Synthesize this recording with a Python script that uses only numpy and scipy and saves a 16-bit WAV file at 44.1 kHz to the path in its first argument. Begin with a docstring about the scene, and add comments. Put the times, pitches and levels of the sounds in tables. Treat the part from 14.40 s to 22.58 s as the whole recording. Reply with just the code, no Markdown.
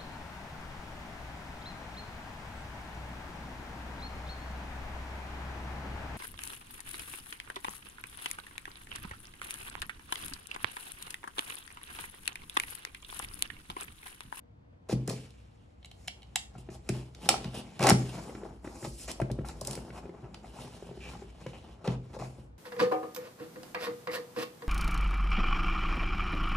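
"""In a quiet room, a large cardboard box rests on a hard table whose top rumbles under the load.
Hands cut the seal: stick-slip friction makes the card rasp, knocks ring the hollow box, fibres snap.
The plastic handle then ticks in its slot, and the box is pulled open with the loudest knocks and snaps.
Last, the flaps creak and slide as they are folded, and the box is laid down.
Sound and room echo reach a nearby phone with two microphone ports."""
import sys
import numpy as np
from scipy import signal
from scipy.fft import rfft, irfft
from scipy.io import wavfile
from scipy.ndimage import uniform_filter1d

SR = 44100
rng = np.random.default_rng(int(sys.argv[2]) if len(sys.argv) > 2 else 0)


def wav_record(signal):
    """Record a signal, one row per channel, as 16-bit PCM in the file named by sys.argv[1]."""
    frames = np.transpose(np.atleast_2d(signal))
    bounded = np.clip(frames, -1, 1)
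    # unit amplitude maps onto the largest positive 16-bit level
    quanta = np.round(bounded * 32767).astype(np.int16)
    wavfile.write(sys.argv[1], SR, quanta)


N = 360738

# blows on the box: (time [s], panel level [dB], panel pitch [Hz], boom level [dB], crunch level [dB])
KNOCKS = [(0.496, -19.5, 446, -64, -33.5), (0.528, -14.5, 290, -24, -48), (0.68, -23, 432, -30.5, -34),
          (0.706, -22, 442, -34.5, -60), (2.152, -38, 730, -46, -80), (2.288, -28.5, 344, -45, -42.5),
          (2.493, -18, 355, -27.5, -33), (2.889, -10.5, 754, -41, -37), (2.903, -26, 790, -55, -39),
          (2.941, -18, 753, -50, -39), (3.05, -33.5, 350, -33.5, -48), (3.395, -26.5, 730, -31.5, -28),
          (3.425, -21, 546, -28, -17.5), (3.503, -8, 780, -30, -15), (3.514, -12, 400.5, -15.5, -19),
          (3.783, -31, 680, -55, -42), (3.894, -30.5, 446, -58, -41), (3.95, -28, 295, -40.5, -36),
          (4.033, -29.5, 405, -46, -43), (4.247, -29.5, 314, -51, -40.5), (4.273, -25.5, 297, -64, -37.5),
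          (4.426, -29.5, 340, -36.5, -37), (4.47, -29.5, 340, -33.5, -56), (4.683, -35, 633, -87, -32.5),
          (4.8, -17, 650, -46, -35.5), (4.816, -17, 327, -22, -28), (4.9, -26.5, 590, -38, -38.5),
          (4.911, -21, 257, -24.5, -53), (4.988, -21.5, 319, -26.5, -42), (5.008, -27, 276, -28.5, -61),
          (5.046, -33, 770, -49, -40), (5.09, -35, 814, -53, -38), (5.215, -26.5, 580, -35.5, -59),
          (5.279, -28, 576, -34.5, -41), (5.375, -30, 463, -37, -39), (5.502, -36, 446, -40.5, -36.5),
          (5.655, -32, 393, -55, -47.5), (5.693, -29, 356, -50.5, -46), (5.746, -36.5, 430, -53.5, -54.5),
          (5.829, -37, 300, -36, -64.5), (5.943, -44, 850, -47.5, -44.5), (6.043, -36.5, 730, -69.5, -49.5),
          (6.188, -35, 920, -48, -57), (6.244, -35.5, 388, -44, -50), (6.425, -30.5, 415, -53, -57),
          (6.49, -35, 560, -40.5, -76), (6.512, -30.5, 407, -47.5, -56), (6.574, -31.5, 370, -49, -73),
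          (6.734, -39.5, 1020, -45, -48), (6.751, -35, 790, -43, -54), (6.821, -31, 392, -59, -52),
          (7.063, -26.5, 493, -32.5, -36.5), (7.476, -17.5, 454, -25, -30.5),
          (7.766, -27.5, 523, -44.5, -66.5), (7.806, -33, 303, -40, -52), (7.822, -25.5, 717, -53, -54),
          (7.985, -38, 318, -52, -65)]
# treble resonances of the card's skin: (frequency [Hz], bandwidth [Hz], gain [dB])
SKIN_MODES = [(5100, 1200, 2.5), (7280, 720, 8), (8900, 5400, 2.5), (13200, 1700, -1.5)]


def undb(db):
    return 10 ** (np.asarray(db) / 20)


def unit_rms(x):
    return x / np.sqrt(np.mean(x ** 2))


def unit_peak(x):
    return x / np.abs(x).max()


def add(out, start_s, piece):
    i = int(start_s * SR)
    out[i:i + len(piece)] += piece[:N - i]


def band(x, lo_hz, hi_hz):
    return signal.lfilter(*signal.butter(2, [lo_hz, hi_hz], "band", fs=SR), x)


def by_time(table):
    """Linear interpolation of each level column, silent before the first row."""
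    times, *columns = np.transpose(table)
    return [np.interp(np.arange(N) / SR, times, db, left=-120.) for db in columns]


def by_frequency(table):
    """Interpolation onto the spectrum's bins along a logarithmic frequency axis."""
    hz, value = np.transpose(table)
    bin_hz = np.arange(N // 2 + 1) * SR / N
    return np.interp(np.log(bin_hz + 1), np.log(hz + 1), value)


def resonate(x, modes):
    """Modal superposition: band-pass resonances alternate in sign so that the valleys stay filled."""
    return sum((-1) ** k * undb(db) * signal.lfilter(*signal.iirpeak(hz, hz / width, SR), x)
               for k, (hz, width, db) in enumerate(modes))


def wander(rate_hz):
    """Slow modulation: straight ramps between random values."""
    hold = int(SR / rate_hz)
    return uniform_filter1d(np.repeat(rng.standard_normal(N // hold + 1), hold), hold)[:N]


def room_tone():
    """Ambient air noise: long waves reach both ports alike, the middle range differs between them."""
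    spectrum = [(30, -19.5), (102, 1), (125, -6), (301, -15.5), (428, -28.5), (473, -16), (510, -24.5),
                (672, -26), (12000, -65), (15600, -97.5), (22000, -120)]  # air noise: (frequency [Hz], relative spectral density [dB])
    mid, side = (irfft(rfft(rng.standard_normal(N)) * undb(by_frequency(spectrum)), N) for _ in range(2))
    air = mid + 1.9 * band(side, 400, 5600) * np.array([[1], [-1]])
    return unit_rms(air) * undb(-57.5 + 0.75 * wander(19.0))


def table_top():
    """Forced vibration: the weight on the table and every knock shake its lowest modes."""
    load = [(0, -60), (.4, -72), (1.0, -62), (2.4, -51), (3.3, -56), (4.1, -54), (4.85, -48.5), (5.1, -47),
            (5.6, -56), (6.5, -56), (6.77, -49), (6.9, -54), (8.18, -52.5)]  # rumble under the resting weight: (time [s], level [dB])
    jolt_db, rise_s, fade_s = -25, 0.067, 0.097  # level relative to the knock's boom
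    drive = resonate(rng.standard_normal(N), [(55.0, 37, 0)])
    shake = resonate(drive, [(49.0, 8.5, -3.5), (60.55, 9.1, 4.5)])
    gain, t = undb(by_time(load)[0]), np.arange(SR) / SR
    jolt = (1 - np.exp(-t / rise_s)) * np.exp(-t / fade_s)
    for start, _, _, boom_db, _ in KNOCKS:
        add(gain, start, undb(boom_db + jolt_db) * jolt)
    return unit_rms(shake) * gain


def slips(per_second, spread_db):
    """Stick-slip release: impulses at random moments, a few larger than the rest, at unit RMS."""
    out = np.zeros(N)
    when, size, sign = rng.random((int(per_second * N / SR), 3)).T
    size_db = spread_db * np.minimum(-np.log(1 - size), 3.5)
    out[(when * N).astype(int)] = undb(size_db) * np.sign(sign - .5)
    return unit_rms(out)


def slide_gains():
    """Friction noise follows pressure: creak, scrape and hiss swell together and share the hand's jerks."""
    # hands resting and shifting on the box: (time [s], creak level [dB], scrape level [dB])
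    handling = [(.4, -84, -100), (.62, -63, -72), (.95, -71.5, -70), (1.25, -74, -77), (1.5, -69.5, -74.5),
                (2.26, -61.5, -71), (2.72, -80, -101), (3.0, -47.5, -57.5), (3.3, -56.5, -62.5),
                (3.7, -60, -56), (4.21, -86, -83), (4.8, -55, -71.5), (5.5, -53.5, -70.5),
                (6.0, -54.5, -74), (7.25, -62, -68.5), (7.41, -58.5, -76.5), (7.7, -58.5, -70),
                (8.0, -62.5, -69.5), (8.1, -76.5, -105)]
    # card sliding on card or table: (time of hardest push [s], length [s], creak [dB], scrape [dB],
    # hiss [dB])
    slides = [(0.524, 0.13, -47, -66, -75), (0.763, 0.23, -56, -56, -56.5), (1.63, 0.24, -66, -76, -63),
              (2.55, 0.25, -46, -54, -55.5), (2.854, 0.18, -44, -51.5, -53.5),
              (3.153, 0.11, -39.5, -65, -56), (3.59, 0.34, -50, -58, -52), (3.842, 0.52, -43, -68, -56),
              (4.068, 0.34, -46, -74, -80.5), (4.444, 0.41, -65, -68.5, -52), (4.613, 0.32, -92, -64, -53),
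              (5.303, 0.36, -48.5, -61, -51), (6.23, 0.64, -57.5, -57, -58),
              (6.705, 0.42, -53.5, -60.5, -63), (7.089, 0.27, -56, -61.5, -69),
              (7.847, 0.33, -52.5, -74.5, -60.5)]
    rise_share, ends_db = 0.42, -20  # share of the length before the push; level at both ends
    hiss_offset_db, jerk_db = -7.5, [2.2, 1.7, 1.8]
    creak_db, scrape_db = by_time(handling)
    gains = undb([creak_db, scrape_db, scrape_db + hiss_offset_db])
    for push, length, *levels_db in slides:
        t = np.arange(-int(length * SR), int(2 * length * SR)) / SR
        swell = undb(ends_db * np.maximum(-t / rise_share, t / (1 - rise_share)) / length)
        for gain, db in zip(gains, levels_db):
            add(gain, push + t[0], undb(db) * swell)
    judder = wander(22) + .6 * wander(90)
    return gains * undb(np.outer(jerk_db, judder))


def rasp_gains():
    """Transient friction: a flap dragged past an edge bites at once, swells or eases, then lets go."""
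    # short hard rasps: (time [s], length [s], swell [dB], flap creak [dB], scrape [dB], hiss [dB],
    # squeak [dB])
    rasps = [(0.487, 0.042, 4.5, -44.5, -49.5, -50.5, -56), (0.689, 0.06, -17, -40.5, -48, -43, -56),
             (2.178, 0.034, -2.5, -59.5, -69, -63.5, -70), (2.3, 0.051, 8, -57, -65, -63, -70),
             (2.9, 0.076, -14, -31.5, -39, -59, -62), (3.141, 0.061, -1.5, -54, -51.5, -55, -78),
             (3.403, 0.089, 11.5, -30.5, -42.5, -50, -67), (4.242, 0.2, -11, -46.5, -62, -61, -72.5),
             (4.442, 0.017, -2.5, -39, -49.5, -56, -65), (4.676, 0.035, 1.5, -44, -45, -48.5, -48.5),
             (5.049, 0.059, 3.5, -51, -64, -55.5, -63), (5.526, 0.06, 9.5, -54, -67.5, -70.5, -65.5),
             (5.838, 0.04, -7.5, -52.5, -99.5, -105.5, -66.5), (6.15, 0.13, 1, -52, -83, -94, -63),
             (6.602, 0.088, 4.5, -81, -64, -98, -52.5), (7.131, 0.056, -8.5, -50, -62, -77, -53),
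             (7.442, 0.11, -6, -40, -52, -68, -53), (7.731, 0.03, -3, -46, -60, -77, -61.5),
             (7.788, 0.072, -7, -42, -52.5, -61, -62)]
    bite_s, release_s = 0.0029, 0.0097
    gains = np.zeros((4, N))
    for start, length, swell_db, *levels_db in rasps:
        t = np.arange(int((length + 0.085) * SR)) / SR
        release = np.exp(-np.maximum(t - length, 0) / release_s)
        envelope = undb(swell_db * t / length) * np.minimum(t / bite_s, 1) * release
        for gain, db in zip(gains, levels_db):
            add(gain, start, undb(db) * envelope)
    return gains


def rubbing():
    """Stick-slip friction drives resonances: walls creak, edges scrape, skin hisses, print squeaks."""
    # resonances of walls, edges and glossy print: (frequency [Hz], bandwidth [Hz], gain [dB])
    wall_modes = [(126, 170, 2.5), (179.2, 53, 8), (250, 160, -2), (430, 97, -2.5), (622, 170, -4.5),
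                  (750, 140, -6), (1220, 860, -18.5)]
    edge_modes = [(1510, 720, -3), (2380, 470, 2), (2867, 576, 4), (4250, 4000, -5.5)]
    squeak_modes = [(2303, 160, 0.69), (2920, 750, -1.7)]
    wander_db, rubbing_top_hz = 4.2, 12500
    grip = slips(260, 1.2) + .6 * rng.standard_normal(N)
    # slips catch the modes unevenly, so the colour of the rubbing shifts
    coupling = [undb(wander_db * wander(35)) for _ in wall_modes]

    def walls(x):
        return sum(resonate(x * share, [mode]) for share, mode in zip(coupling, wall_modes))

    def uneven(x, modes):
        return sum((-1) ** k * np.sqrt(coupling[k]) * resonate(x, [mode]) for k, mode in enumerate(modes))

    creak = band(walls(grip), 77, 1100)
    grit = slips(900, 2.2) + 0.86 * rng.standard_normal(N)
    scrape = uneven(grit, edge_modes)
    squeak = band(resonate(grit, squeak_modes), 1900, 3130)
    glide = 0.5 * slips(600, 3.2) + rng.standard_normal(N)
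    hiss = band(uneven(glide, SKIN_MODES), 4400, 19000)
    flap = band(walls(grit), 280, 1500)  # a thin flap shakes only the smaller panels
    sliding = sum(unit_rms(x) * gain for x, gain in zip([creak, scrape, hiss], slide_gains()))
    rasping = sum(unit_rms(x) * gain for x, gain in zip([flap, scrape, hiss, squeak], rasp_gains()))
    return signal.sosfilt(signal.butter(6, rubbing_top_hz, fs=SR, output="sos"), sliding + rasping)


def knocks():
    """Impact excitation: a blow crunches the card and leaves panel and hollow box in damped vibration."""
    box_modes = [(59, -14, .3), (98, -11, .16), (128, -1, .55), (180, 1, .12), (221, -3, .11),
                 (262, -8, .15)]  # hollow box: (frequency [Hz], level [dB], time to fall 60 dB [s])
    panel_modes = [(0.702, -21, 0.011), (1.011, 1.76, 0.0033), (1.55, -7.5, 0.0035)]  # struck panel: (ratio to its pitch [1], level [dB], time constant [s])
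    held_from_s, held_until_s, held_ring_share = 3.7, 7.3, .3  # gripping hands shorten the ring
    out, crunch, t = np.zeros(N), np.zeros(N), np.arange(int(.6 * SR)) / SR
    box_hz, box_db, t60 = np.transpose(box_modes)[:, :, None]
    ratio, panel_db, fade_s = np.transpose(panel_modes)[:, :, None]
    polarity = (-1) ** np.arange(len(box_modes))[:, None]  # neighbouring modes are opposed
    for start, level_db, pitch_hz, boom_db, crunch_db in KNOCKS:
        spot, detune = rng.standard_normal((2, len(box_modes), 1))  # each spot drives other modes
        panel_hz = pitch_hz * ratio * (1 + 0.2 * np.abs(ratio - 1) * rng.standard_normal(ratio.shape))
        panel = undb(panel_db) * np.sin(2 * np.pi * panel_hz * t) * np.exp(-t / fade_s)
        ring_s = t60 * (held_ring_share if held_from_s < start < held_until_s else 1)
        ring = np.sin(2 * np.pi * box_hz * (1 + 0.0054 * detune) * t) * 1000. 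** (-t / ring_s)
        boom = polarity * undb(box_db + 1.3 * spot) * ring
        add(out, start, undb(level_db) * (1 - np.exp(-t / 0.001)) * panel.sum(axis=0))
        add(out, start, undb(boom_db) * (1 - np.exp(-t / 0.0009)) * boom.sum(axis=0))
        add(crunch, start, undb(crunch_db) * (1 - np.exp(-t / 0.0027)) * np.exp(-t / 0.0036))
    return out + undb(11.5) * band(crunch * rng.standard_normal(N), 1100, 2300)


def snaps():
    """Sudden release of strain: a bright burst from the card's skin, a pitched crack from its edge."""
    # tabs, tape and fibres giving way: (time [s], bright peak [dB], crack peak [dB], crack pitch [Hz])
    breaks = [(0.675, -25, -37, 2050), (0.6959, -26.5, -32.5, 4130), (0.904, -54, -48.5, 3620),
              (2.4892, -24, -22.5, 1900), (2.747, -45, -41.5, 2770), (2.8885, -7, -8.5, 2900),
              (3.0428, -52, -31, 2340), (3.3917, -32.5, -34.5, 2370), (3.426, -22.5, -27, 2220),
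              (3.436, -24, -20, 2340), (3.468, -14, -15.5, 1970), (3.4885, -13, -13, 2180),
              (3.4955, -5, -31, 2190), (3.5025, -23, -12.5, 5400), (4.714, -25.5, -54, 2160),
              (4.8, -42, -46, 2460), (4.814, -39, -43, 1930), (4.914, -34, -41, 3570),
              (5.085, -36, -37, 3860), (5.2106, -27.5, -49, 2880), (5.248, -29.5, -39.5, 2840),
              (5.271, -22, -47, 3120), (5.309, -24.5, -34, 2900), (5.33, -35, -36, 4900),
              (5.3515, -29.5, -37.5, 1960), (5.943, -49.5, -36.5, 2690), (7.064, -52, -40, 2444),
              (7.4747, -44, -31.5, 2690)]
    out, t = np.zeros(N), np.arange(int(.05 * SR)) / SR
    envelope = (1 - np.exp(-(t / 0.0019) ** 2)) * (np.exp(-t / 0.0016) + 0.034 * np.exp(-t / 0.017))
    for start, bright_db, crack_db, crack_hz in breaks:
        skin_burst, edge_burst = envelope * rng.standard_normal((2, len(t)))
        bright = band(resonate(skin_burst, SKIN_MODES) + .09 * skin_burst, 4300, 13000)
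        crack = resonate(edge_burst, [(crack_hz, 1000, 0)]) + 0.21 * band(edge_burst, 2900, 5400)
        add(out, start, undb(bright_db) * unit_peak(bright) + undb(crack_db) * unit_peak(crack))
    return out


def handle_ticks():
    """Modal ringing: a short scuff excites the stiff plastic handle, a little differently each time."""
    ticks = [(1.427, -47, -20), (1.4454, -37.5, -7), (1.456, -43, 5), (1.5126, -41.5, -5),
             (1.675, -32.5, 5), (1.679, -22.5, -3.5), (1.819, -48, -12), (1.829, -42, -11),
             (1.957, -10.5, 4)]  # the handle in its slot: (time [s], peak level [dB], relative treble [dB])
    handle_modes = [(754, 100, -9.5), (2260, 340, -7), (3110, 600, 0), (3740, 560, -7), (5050, 800, -6),
                    (7550, 1950, -5.5), (9430, 3600, -4.5)]  # plastic resonances: (frequency [Hz], bandwidth [Hz], level [dB])
    treble_above_hz = 4636
    out, t = np.zeros(N), np.arange(int(.05 * SR)) / SR
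    envelope = (1 - np.exp(-(t / 0.0014) ** 2)) * np.exp(-t / 0.0022)
    for start, peak_db, treble_db in ticks:
        scuff = envelope * rng.standard_normal(len(t))
        ring = np.zeros(len(t))
        for hz, width, db in handle_modes:
            mode_db = db + 1.5 * rng.standard_normal() + treble_db * (hz > treble_above_hz)
            drive = resonate(scuff, [(hz, 2 * width, 0)])
            ring += undb(mode_db) * unit_rms(resonate(drive, [(hz, width, 0)]))
        add(out, start, undb(peak_db) * unit_peak(ring))
    return out


def echoes(x):
    """Reverberation: walls and furniture return a diffuse tail whose treble dies sooner."""
    low_t60_s, high_t60_s = 0.46, 0.26
    t = np.arange(int(.6 * SR)) / SR
    onset = 1 - np.exp(-(t / 0.003) ** 2)
    low, mid, side = rng.standard_normal((3, len(t))) * onset
    side = band(band(side, 330, 10000), 330, 8700) * np.array([[1], [-1]])  # opposed at the two ports
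    low = low * 1000. ** (-t / low_t60_s)
    high = (mid + 1.8 * side) * 1000. ** (-t / high_t60_s)
    low = band(low / np.linalg.norm(low), 170, 480)
    high = band(high / np.linalg.norm(high[0]), 410, 12000)
    return signal.fftconvolve(x[None], undb(-4) * low + undb(-9) * high, axes=1)[:, :N]


def ports(x):
    """Diffraction: the phone's body delays and shades sound differently at its two ports."""
    balance = [(200, 0.5), (380, 2.0), (700, 3.0), (1290, 1.5), (2380, -1.0), (4400, -2.0), (8120, 1.0),
               (15000, 0.0)]  # shading: (frequency [Hz], left minus right level [dB])
    lead = [(0, 0), (520, -.2), (1550, 0), (3450, 1.3), (3960, .5), (4740, 2.7), (5080, 5.6), (5340, 6.5),
            (7320, 7.1), (8010, 7.9), (9470, 7.9), (11200, 8.8), (16000, 8.9)]  # delay: (frequency [Hz], phase lead of the left port [rad])
    half = undb(by_frequency(balance) / 2) * np.exp(.5j * by_frequency(lead))
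    return irfft(rfft(x) * np.array([half, 1 / half]), N)


def scene():
    """Superposition: the box, its echoes, the table and the air add up at the two ports."""
    box = knocks() + snaps() + handle_ticks() + rubbing()
    return ports(box + echoes(box) + table_top() + room_tone())


def record(dry):
    """Band limiting: the phone drops the deepest bass and cuts the top."""
    bottom_hz, top_hz = 40, 15800
    dry = signal.sosfilt(signal.butter(4, bottom_hz, "high", fs=SR, output="sos"), dry)
    return signal.sosfilt(signal.ellip(8, .2, 80, top_hz, fs=SR, output="sos"), dry)


dry = scene()
out = record(dry)
wav_record(out)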